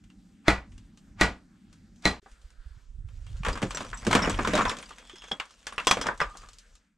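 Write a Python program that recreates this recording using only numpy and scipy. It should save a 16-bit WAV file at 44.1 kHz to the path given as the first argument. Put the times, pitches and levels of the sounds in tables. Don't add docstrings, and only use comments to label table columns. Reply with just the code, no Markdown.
import sys
import numpy as np
from scipy import signal
from scipy.fft import rfft, irfft, next_fast_len
from scipy.io import wavfile

SR = 44100
rng = np.random.default_rng(int(sys.argv[2]) if len(sys.argv) > 2 else 0)


def decibels_to_gain(level_db):
    exponent = np.asarray(level_db, float) / 20
    return 10 ** exponent


def generate_wav(sig):
    pcm = np.round(np.clip(np.atleast_2d(sig).T, -1, 1) * 32767).astype(np.int16)
    wavfile.write(sys.argv[1], SR, pcm)


N = 307377
CHANGE_S, CHANGE_GAP_S = 2.2, 0.022
EDGES = 28 * 2 ** np.arange(0, 9.6, .5)
CENTRES = np.sqrt(EDGES[1:] * EDGES[:-1])
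# (frequency [Hz], level [dB per Hz])
STONE_COLOUR = [(59, -38.5), (100, -8.5), (181, -7.5), (403, -12.5), (487, -3), (668, -13), (1090, -5.5),
                (1960, -9.5), (3050, -8.5), (3320, -9), (4190, -14), (7730, -11), (15500, -58.5)]


def at_hz(points, hz):
    table_hz, level_db = np.transpose(points)
    return np.interp(np.log(hz), np.log(table_hz), level_db)


def in_time(rows):
    s, level_db = np.transpose(rows)
    return np.interp(np.arange(N) / SR, s, level_db)


def span(rows):
    s, level_db = np.transpose(rows)
    return decibels_to_gain(np.interp(np.arange(N) / SR, s, level_db, left=-140, right=-140))


def lay(out, sound, s):
    at = round(s * SR)
    out[..., at:at + sound.shape[-1]] += sound


def rms_one(x):
    return x / np.sqrt(np.mean(x ** 2) + 1e-20)


def drift(rate):
    r = np.exp(-80 * np.pi * rate / SR)
    slow = signal.lfilter([1], [1, -2 * r, r * r], rng.standard_normal(N // 40 + 2002))[2000:]
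    return np.interp(np.arange(N) / 40, np.arange(len(slow)), rms_one(slow))


def ring(clicks, hz, t60):
    r = decibels_to_gain(-60 / (t60 * SR))
    w = 2 * np.pi * hz / SR
    return signal.lfilter([0, np.sin(w)], [1, -2 * r * np.cos(w), r * r], clicks + 1e-18)


def click_train(seconds, places, heights):
    click = np.zeros(round(seconds * SR))
    click[places] = heights
    return click


def grains(per_s, spread_db):
    sizes = decibels_to_gain(spread_db * np.minimum(rng.exponential(1, N), 5)) * rng.choice([-1, 1], N)
    return rms_one(sizes * (rng.random(N) < per_s / SR))


def bands(mid, side):
    # (frequency [Hz], side minus mid [dB])
    side_db = [(60, -18), (200, -13), (700, -4), (2400, 0.5), (6000, -6.5), (15000, 2)]
    # (frequency [Hz], left minus right [dB])
    lean_db = [(60, -0.5), (4000, 0.5), (8000, 2), (15000, 8)]
    out = np.zeros((len(CENTRES), 2, N))
    for k, hz in enumerate(CENTRES):
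        band_pass = signal.butter(2, EDGES[k:k + 2], "band", fs=SR, output="sos")
        m, s = signal.sosfilt(band_pass, [mid[k % 2], side])
        stereo = m + decibels_to_gain(at_hz(side_db, hz) - 2.5) * s * [[1], [-1]]
        out[k] = stereo * decibels_to_gain(at_hz(lean_db, hz) / 2 * np.array([[1], [-1]]))
    return out


def impact(echoes, s, band_db, decay, crack_db):
    # (frequency [Hz], t60 [s])
    crevice = [(40, 0.17), (110, 0.18), (280, 0.26), (740, 0.25), (1940, 0.24), (5120, 0.22), (13500, .13)]
    at = round(s * SR)
    t = np.arange(min(round(decay * SR / np.e), N - at)) / SR
    t60 = at_hz(crevice, CENTRES)[:, None] * decay
    build_up = 1 - np.exp(-t * CENTRES[:, None])
    shape = (decibels_to_gain(-60 * t / t60) + decibels_to_gain(crack_db) * np.exp(-t / 0.0019)) * build_up
    return np.einsum("bt,bct->ct", decibels_to_gain(band_db)[:, None] * shape, echoes[:, :, at:at + len(t)])


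def tilt(thud_db, bright_db):
    return np.interp(np.log(CENTRES), np.log([300, 900, 1700, 4200]), [thud_db, 0, 0, bright_db])


def wind(echoes):
    # (time [s], level [dB])
    rumble_curve = [(0, -55), (.43, -64.5), (.72, -43.5), (.97, -60), (1.16, -46), (1.5, -66), (1.65, -55),
                    (2.2, -56), (2.4, -53.5), (2.85, -49), (3.0, -38), (3.5, -33.5), (3.96, -41.5),
                    (4.15, -28.5), (4.66, -31.5), (4.78, -51), (5.6, -61.5), (5.94, -43.5), (6.4, -45),
                    (6.79, -57), (6.97, -77.5)]
    # (time [s], left minus right [dB])
    wind_left = [(2.3, 0), (2.6, -7), (3.2, -6), (3.5, 1)]
    # (time [s], level [dB])
    air_curve = [(0, -68), (2.2, -66.5), (2.3, -63.5), (2.8, -63.5), (2.87, -70.5), (3.06, -72), (3.1, -65),
                 (3.45, -62), (6.7, -64), (6.97, -80)]
    # (frequency [Hz], level [dB per Hz])
    air_colour = [(210, -30), (350, -10.5), (455, -12), (712, -8), (769, -15.5), (911, -15.5), (1450, -7),
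                  (2410, -13.5), (7550, -15), (14000, -33.5)]
    # (frequency [Hz], level [dB])
    whistle_tone = (790, -83)
    before_change = np.arange(N) < CHANGE_S * SR

    puff_db = in_time(rumble_curve)
    puff = signal.sosfilt(signal.butter(3, 52, fs=SR, output="sos"), echoes[:4].sum(axis=0))
    sharp_db = np.where(before_change, 0.5, -5 + 0.5 * (puff_db + 40))
    puff = rms_one(puff) + decibels_to_gain(sharp_db) * rms_one(echoes[2:4].sum(axis=0))
    puff = decibels_to_gain(puff_db - 3 + 2.6 * drift(12)) * puff + gusts()
    puff = puff * decibels_to_gain(in_time(wind_left) / 2 * [[1], [-1]])

    moan_db = np.where(before_change, -54.5, np.maximum(grinding() - 3.5, -73))
    moan = np.einsum("b,bct->ct", decibels_to_gain([-12, 14, 6, -15]), echoes[4:8])
    moan = signal.sosfilt(signal.butter(2, [160, 360], "band", fs=SR, output="sos"), moan)
    moan = decibels_to_gain(moan_db + 0.5 * drift(8)) * rms_one(moan)

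    hiss = np.zeros((2, N))
    for hz, band in zip(CENTRES[7:], echoes[7:]):
        hiss += decibels_to_gain(at_hz(air_colour, hz) + 2.5 * drift(5)) * band[:, ::-1]
    hiss = span(air_curve) * decibels_to_gain(0.62 * drift(6)) * rms_one(hiss)

    whistle_hz, whistle_db = whistle_tone
    whistle = decibels_to_gain(whistle_db) * rms_one(ring(echoes[9, 0], whistle_hz, .12)) * before_change
    return puff + moan + hiss + whistle


def small_stones():
    # (time [s], peak [dB], bright [dB re peak], body [Hz])
    grit_ticks = [(0.039, -57, 0, 2670), (0.101, -50, -9, 2750), (0.72, -56.5, -0.5, 1980),
                  (0.779, -53, 4.5, 2060), (0.974, -55, 7, 1216), (1.728, -54, 5, 1450),
                  (1.96, -70, 12, 2700), (2.023, -64, 16, 1180), (2.261, -39.5, -34, 785),
                  (2.315, -66.5, 14.5, 2660), (2.415, -67, 11, 2750), (2.504, -55, 0.5, 1400),
                  (3.086, -52, -11.5, 1370), (3.266, -44, -5, 2780)]
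    settling = [(4.827, -33.5, -9.5, 2190), (4.892, -44.5, 2.5, 2600), (4.907, -33, -20, 1187),
                (4.983, -39, -2, 2130), (5.096, -35, -10, 3070), (5.157, -42, -3.5, 1740),
                (5.22, -37, -11, 3050), (5.24, -36, -10, 1380), (5.283, -45, 0, 1560),
                (5.314, -20.5, -15.5, 802), (5.399, -17.5, -17, 2806), (5.454, -49.5, 0, 1380),
                (5.507, -49.5, 2.5, 1240)]
    thrown = [(5.669, -23.5, -4.5, 1715), (5.724, -29.5, -14, 1100), (5.78, -13, -24.5, 2527),
              (5.8, -28, -14, 2720), (5.87, -8.5, -4.5, 1020), (5.912, -8, -7, 1090), (5.97, -19, -20, 580),
              (6.014, -23.5, -1.5, 1290), (6.04, -27, -32, 861), (6.059, -17, -35, 930),
              (6.068, -21, -8, 1090), (6.086, -13, -95, 1530), (6.108, -33, -47, 1040),
              (6.176, -55, 10.5, 1270), (6.197, -36, -23.5, 1110), (6.203, -13, -19, 1950),
              (6.215, -13, -26, 1090), (6.297, -43, -24, 1190), (6.352, -34, -54, 1070),
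              (6.371, -61.5, 26, 1220), (6.418, -48, -4, 1530), (6.436, -37, -47, 1215),
              (6.487, -45, 2, 1360), (6.532, -62.5, 18.5, 1440), (6.585, -62, 21, 2500),
              (6.753, -57, 10, 1244)]
    contacts = []
    for s, db, bright_db, hz in grit_ticks + settling + thrown:
        thud_db = -9.5 - 14.5 * np.log2(hz / 1000)
        contacts.append((s, db, thud_db, bright_db, hz, -10.5))
    return contacts


def stones(echoes, contacts):
    out = np.zeros((2, N))
    chance = rng.random((len(contacts), 2, 14))
    for (s, db, thud_db, bright_db, hz, body_db), (place, strength) in zip(contacts, chance):
        colour = at_hz(STONE_COLOUR, CENTRES) + db + tilt(thud_db + 11.5, bright_db + 5.5) + 5.5
        colour += 3.9 * np.exp(-(np.log2(CENTRES / hz) / 0.62) ** 2)
        sound = impact(echoes, s, colour, decay=0.64, crack_db=3)
        click = np.zeros(sound.shape[1])
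        click[[0, 110, 290]] = decibels_to_gain(db) * decibels_to_gain([0, -4, -7])
        sound += decibels_to_gain(body_db) * (ring(click, hz, .06) + decibels_to_gain(-4) * ring(click, hz * 1.04, .045))
        for lesser_hz, gain in zip(450 * 20 ** place, strength):
            lesser_db = np.interp(np.log(lesser_hz), np.log(CENTRES), colour) - db - 15
            sound += gain * decibels_to_gain(lesser_db) * ring(click, lesser_hz, 0.045)
        lay(out, sound, s)
    return out


def hammer(echoes):
    # (time [s], peak [dB], weight [dB re peak], steel ring [dB])
    blows = [
        (0.481, -8.5, -9.5, -16),
        (1.211, -8.5, -6.5, -12.5),
        (2.054, -14, -2, 1),
    ]
    # (frequency [Hz], level [dB per Hz])
    blow_colour = [(21, -31.5), (35, -8.5), (102, -7.5), (314, -10), (785, -15), (1730, -20), (1970, -18),
                   (3190, -23), (4010, -22.5), (4440, -23), (8850, -31), (15500, -60.5)]
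    # (frequency [Hz], level [dB], t60 [s])
    blow_modes = [(58, -1.5, .3), (195, -2.5, 0.2), (312, 2, 0.092), (676, -3, .15), (1915, -13, .22),
                  (1960, -12, .19), (2040, -10, .14), (2350, -14, 0.11), (4064, -7, .19),
                  (4100, -14, 0.073)]
    out, modes = np.zeros((2, N)), np.zeros(N)
    for s, db, thud_db, steel_db in blows:
        bright_db = -7 + 0.86 * thud_db
        colour = at_hz(blow_colour, CENTRES) + db + tilt(thud_db, bright_db + 7.5)
        crunch = impact(echoes, s, colour + tilt(-20.5, 0.1) + 10, decay=0.25, crack_db=-25)
        at = round(s * SR)
        out[:, at - crunch.shape[1]:at] += crunch[:, ::-1]
        for lag_s, level_db in [(0, 18), (.007, 2), (.022, 2)]:
            lay(out, impact(echoes, s + lag_s, colour + level_db, decay=0.98, crack_db=10.5), s + lag_s)
        for hz, mode_db, t60 in blow_modes:
            steel = (steel_db + 11) * (hz > 3000)
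            height = decibels_to_gain(db + mode_db - 8.5 + rng.normal(0, 1.5) + steel)
            click = click_train(.5, round(.3 * SR / hz), height)
            lay(modes, ring(click, hz, t60), s)
    return out + modes * decibels_to_gain(4 * drift(70))


def rock():
    # (frequency [Hz], level [dB], t60 [s])
    rock_modes = [(845, -12, .1), (953, -6, .16), (1195, -10, .2), (1330, -8, .14), (1460, -8, .2),
                  (1927, -4, .13), (1952, -5, .22), (2116, -8, .12), (2300, -10, .14), (2440, -11, .17),
                  (2891, -13, .2), (3360, -16, .12), (3820, -16, .14)]
    # (time [s], level [dB], head ring near 2 kHz [dB re rock])
    rock_hits = [
        (0.483, -19, 0),
        (1.213, -18, 0),
        (2.056, -27, 11),
    ]
    out = np.zeros(N)
    click = click_train(.4, [0, 160, 420, 900], [1, .6, .5, .3])
    for s, db, head_db in rock_hits:
        for hz, mode_db, t60 in rock_modes:
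            level_db = db + mode_db + rng.normal(0, 2.5) + head_db * (1900 < hz < 1940)
            lay(out, decibels_to_gain(level_db) * ring(click, hz, t60), s)
    return out * decibels_to_gain(3 * drift(60))


def chips():
    # (time [s], level [dB], pitch [Hz])
    chip_hits = [(3.434, -34, 2600), (3.627, -28, 2700), (3.715, -37, 4000), (3.771, -36, 3200),
                 (3.772, -40, 6500), (3.931, -32, 1500), (4.03, -40, 1700), (4.068, -36, 6000),
                 (4.129, -22, 2100), (4.151, -32, 7500), (4.345, -31, 2800), (4.378, -38, 5200),
                 (4.432, -42, 8000), (4.452, -35, 5100), (4.474, -38, 7600), (4.476, -30, 2500),
                 (4.553, -36, 7800), (4.578, -30, 4000), (4.609, -34, 2500), (4.653, -30, 3500),
                 (4.695, -33, 3800), (4.695, -36, 8000), (4.77, -42, 3200), (4.788, -42, 6500),
                 (5.073, -50, 8000), (5.09, -54, 6000), (5.097, -46, 3300), (5.135, -46, 380),
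                 (5.185, -54, 8600), (5.305, -54, 6000), (5.401, -34, 2450), (5.401, -36, 5000),
                 (5.458, -56, 9200), (5.668, -32, 4700), (5.763, -52, 9000), (5.781, -24, 2700),
                 (5.8, -40, 4000), (5.871, -30, 7900), (5.912, -16, 2500), (5.913, -22, 4900),
                 (6.013, -32, 5500), (6.014, -30, 1700), (6.068, -35, 5200), (6.18, -50, 8000),
                 (6.371, -46, 10000), (6.488, -56, 4200), (6.533, -52, 5500), (2.228, -58, 400),
                 (1.198, -36, 2000), (3.09, -56, 2700), (0.482, -15, 1950), (1.212, -20, 1850),
                 (2.055, -18, 2000), (0.482, -21, 2700), (0.482, -25, 3400), (1.212, -24, 3300),
                 (1.212, -28, 5200), (4.108, -26, 750), (4.45, -32, 3700), (4.536, -33, 3600)]
    spread, cycles = .07, 90
    out = np.zeros(N)
    click = click_train(.1, [0, 40, 130], [1, .6, .4])
    for s, db, hz in chip_hits:
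        for off, stretch in rng.standard_normal((5, 2)):
            t60 = min(cycles / hz, .06) * np.exp(stretch / 3)
            lay(out, decibels_to_gain(db - 6) * ring(click, hz * np.exp(spread * off), t60), s)
    return out


def gusts():
    # (time [s], peak [dB], frequency [Hz])
    slaps = [(2.33, -38.5, 35.5), (2.454, -32, 42.8), (2.598, -34, 29.7), (2.669, -29, 51.2),
             (2.716, -33.5, 50), (2.774, -37.5, 88), (2.896, -35.5, 30.16), (2.954, -35, 62),
             (2.989, -37, 109), (3.052, -25.5, 76.5), (3.139, -38.5, 79.4), (3.187, -34, 72),
             (3.224, -26.5, 45.3), (3.3, -32.5, 58.6), (3.35, -25, 53.7), (3.409, -21.5, 118),
             (3.485, -17.5, 55.7), (3.511, -18.5, 40)]
    out = np.zeros(N)
    for s, db, hz in slaps:
        turns = np.arange(-2 * SR // hz, 2 * SR // hz) * hz / SR
        slap = decibels_to_gain(db - 2) * np.exp(-(turns / .5) ** 2) * np.sin(2 * np.pi * turns)
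        out[round(s * SR) - len(turns) // 2:][:len(turns)] += slap
    return out


def grinding():
    # (time [s], level [dB])
    slide_curve = [(3.07, -84), (3.38, -61), (3.42, -72), (3.45, -51), (3.6, -51), (3.95, -53), (4.25, -28),
                   (4.37, -37.5), (4.62, -32.5), (4.85, -55.5), (5.55, -70)]
    # (time [s], level [dB])
    scatter_curve = [(5.55, -81), (6.0, -43.5), (6.16, -64.5), (6.45, -59), (6.7, -90)]
    s, level_db = np.transpose(slide_curve + scatter_curve[1:])
    return np.interp(np.arange(N) / SR, s, level_db, left=-140, right=-140)


def rubble():
    def contact():
        return grains(900 * decibels_to_gain(3.3 * drift(41)), 4.3) + 0.6 * rng.standard_normal(N)

    grind_gain = decibels_to_gain(grinding())
    grit_gain = decibels_to_gain(-46.5) * (100 * grind_gain) ** 0.6
    parts = bands([contact(), contact()], contact()) * decibels_to_gain(at_hz(STONE_COLOUR, CENTRES))[:, None, None]
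    pebbles, dealt = grains(250, 3.5), rng.integers(0, 24, N)
    rings = []
    for k, hz in enumerate(np.geomspace(500, 9000, 24)):
        rings.append(decibels_to_gain(at_hz(STONE_COLOUR, hz)) * ring(pebbles * (dealt == k), hz, .04))
    low = parts[(CENTRES > 380) & (CENTRES < 3000)].sum(axis=0)
    high = parts[CENTRES > 3000].sum(axis=0)
    grind = rms_one(low) + decibels_to_gain(-7) * rms_one(sum(rings[:15]))
    grit = rms_one(high) + decibels_to_gain(-5) * rms_one(sum(rings[15:]))
    return grind_gain * decibels_to_gain(2.5 * drift(12)) * grind + grit_gain * decibels_to_gain(2 * drift(14)) * grit


def slab():
    # (time [s], peak [dB], thud [dB re peak], bright [dB re peak])
    topple = [(3.434, -30, -40, -15), (3.449, -14, -52, -17), (3.464, -19, 0, -17), (3.484, -20, 6, -8.5),
              (3.529, -37, 10, -1), (3.555, -26, -22, -17), (3.574, -26, -16, -13), (3.618, -26.5, 7, -6),
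              (3.627, -21, 12, -10), (3.707, -26.5, -41, -4), (3.747, -27, -3, -6.5), (3.771, -24, -4, -4),
              (3.806, -22, -1.5, -15.5), (3.847, -35, -4, -7.5), (3.931, -21.5, -49, -26),
              (3.972, -54, -20, 10), (4.049, -36.5, -2, 2)]
    tumble = [(4.067, -18.5, 13, -5.5), (4.111, -14, -10, -10), (4.129, -7, -6.5, -14),
              (4.151, -5, -4.5, -12), (4.189, -16, -36, -32.5), (4.23, -22.5, -17, -17.5),
              (4.274, -17.5, 7, -26), (4.296, -20.5, -1, -3.5), (4.389, -12.5, 2, -32),
              (4.448, -13.5, -32, -20), (4.474, -16, 4.5, -10), (4.535, -16, 2, -12),
              (4.553, -13, -2.5, -9.5), (4.576, -12, -3.5, -17), (4.587, -22, -20, -30),
              (4.609, -13, -29, -27), (4.653, -10, -25, -21.5), (4.695, -19.5, -30, -4.5),
              (4.715, -24, -6, -18), (4.768, -35, 0.5, -2), (4.786, -35.5, 1, -3)]
    rows = topple + tumble
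    pitches = 1090 * np.exp(0.1 * rng.standard_normal(len(rows)))
    return [(*row, hz, -23.5) for row, hz in zip(rows, pitches)]


def flakes():
    # (time [s], level [dB], pitch [Hz])
    clear_pings = [(3.53, -34.5, 4860), (3.749, -36.5, 5850), (3.748, -38.5, 7560), (3.944, -48, 7580),
                   (3.974, -42, 5850), (4.109, -35.5, 4100), (4.192, -46, 7300), (4.222, -30.5, 5410),
                   (4.248, -35.5, 5400), (4.298, -38, 7730), (4.541, -32.5, 3860), (4.683, -33.5, 5390),
                   (5.73, -46.5, 9150), (5.78, -47, 9300), (6.214, -28, 1190), (3.868, -50, 5850),
                   (4.31, -44, 5900), (5.316, -27, 3317), (5.317, -40, 5280), (6.214, -38, 5220),
                   (4.589, -17.5, 1128), (4.535, -30, 604), (4.17, -42, 5500), (4.26, -44, 6900),
                   (4.62, -44, 6900), (4.67, -30, 1000), (4.815, -52, 9200), (3.975, -46, 7850),
                   (5.873, -32, 5040), (5.872, -36, 3250), (5.915, -32, 5800), (5.914, -28, 3284),
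                   (6.015, -38, 5141), (6.015, -38, 5905), (6.016, -40, 3300), (6.07, -42, 5200),
                   (5.783, -32, 2700), (5.16, -52, 5280), (5.184, -50, 5280), (5.24, -54, 6500),
                   (5.288, -54, 6500), (5.52, -60, 5350)]
    # (frequency [Hz], level [dB], t60 [s])
    plate_modes = [(3340, -1, .13), (5220, -10, .1), (5950, -10, .12), (7700, -12, .06)]
    # (time [s], level [dB])
    plate_hits = [
        (5.871, -20),
        (5.911, -22.5),
        (6.012, -36),
        (6.069, -42),
    ]
    # (time [s], peak [dB])
    snaps = [
        (4.154, -11),
        (4.474, -21),
        (5.784, -33.5),
        (5.912, 2.5),
    ]
    out = np.zeros(N)
    click = click_train(.25, [0, 70, 210, 440], [.7, .6, .6, .5])
    pings = [(s, db, hz, 0.079 * (hz / 5000) ** -0.4) for s, db, hz in clear_pings]
    for s, db in plate_hits:
        for hz, mode_db, t60 in plate_modes:
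            pings.append((s, db + mode_db + rng.normal(0, 1), hz, t60))
    for s, db, hz, t60 in pings:
        pair = ring(click, hz, t60) + ring(click, hz * 1.012, t60 * 0.5)
        lay(out, decibels_to_gain(db + 3.5) * pair, s)
    out *= decibels_to_gain(2.5 * drift(100))
    tap = click_train(.25, 0, .7)
    pulse = sum(ring(tap, hz, 7 / hz) for hz in (2600, 4300, 6800)) / 2
    for s, db in snaps:
        lay(out, decibels_to_gain(db + 1.5) * pulse, s)
    return out


def shard():
    # (time [s], level [dB])
    rocking = [(4.97, -67.5), (5.21, -52), (5.3, -57)]
    # (frequency [Hz], level [dB], t60 [s])
    shard_modes = [(3290, 7, 0.064), (3430, 4.5, .06), (5280, -7.5, .07), (6500, -5, 0.072),
                   (7770, -15.5, .05)]
    # (time [s], level [dB])
    wobble = [(6.22, -42), (6.33, -59), (6.5, -69.5)]
    taps = grains(670, 2.6) * decibels_to_gain(-24.5)
    out = decibels_to_gain(13) * ring(taps * span(wobble), 1215, 0.046)
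    for hz, db, t60 in shard_modes:
        out += decibels_to_gain(db) * ring(taps * span(rocking), hz, t60)
    return out


def scene():
    white = rng.standard_normal((3, N))
    echoes = bands(white[:2], white[2])
    t = np.arange(N) / SR
    mix = wind(echoes) + stones(echoes, slab() + small_stones())
    mix += (hammer(echoes) + rock()) * (t < CHANGE_S)
    mix += chips() + rubble() + flakes() + shard()
    dip_s = [-.004, 0, CHANGE_GAP_S - .006, CHANGE_GAP_S]
    return mix * np.interp(t - CHANGE_S, dip_s, [0.96, 0.053, 0.036, 0.92])


def roll_off(x):
    return signal.sosfilt(signal.butter(12, 15680, fs=SR, output="sos"), x)


def record(dry):
    # (frequency [Hz], level [dB])
    microphone = [(20, 0.5), (6500, -1.5), (8300, 1.5), (10000, -8.5), (13000, -4), (15500, -18.5),
                  (15700, -61.5)]
    left_lag = .6
    size = next_fast_len(N)
    hz = np.arange(size // 2 + 1) * SR / size
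    lag = np.exp(-2j * np.pi * hz / SR * [[left_lag], [0]])
    colour = decibels_to_gain(at_hz(microphone, np.maximum(hz, 1))) * lag
    heard = irfft(rfft(dry, size) * colour, size)[:, :N]
    return roll_off(1.115 * np.tanh(heard / 1.423))


dry = scene()
out = record(dry)
generate_wav(out)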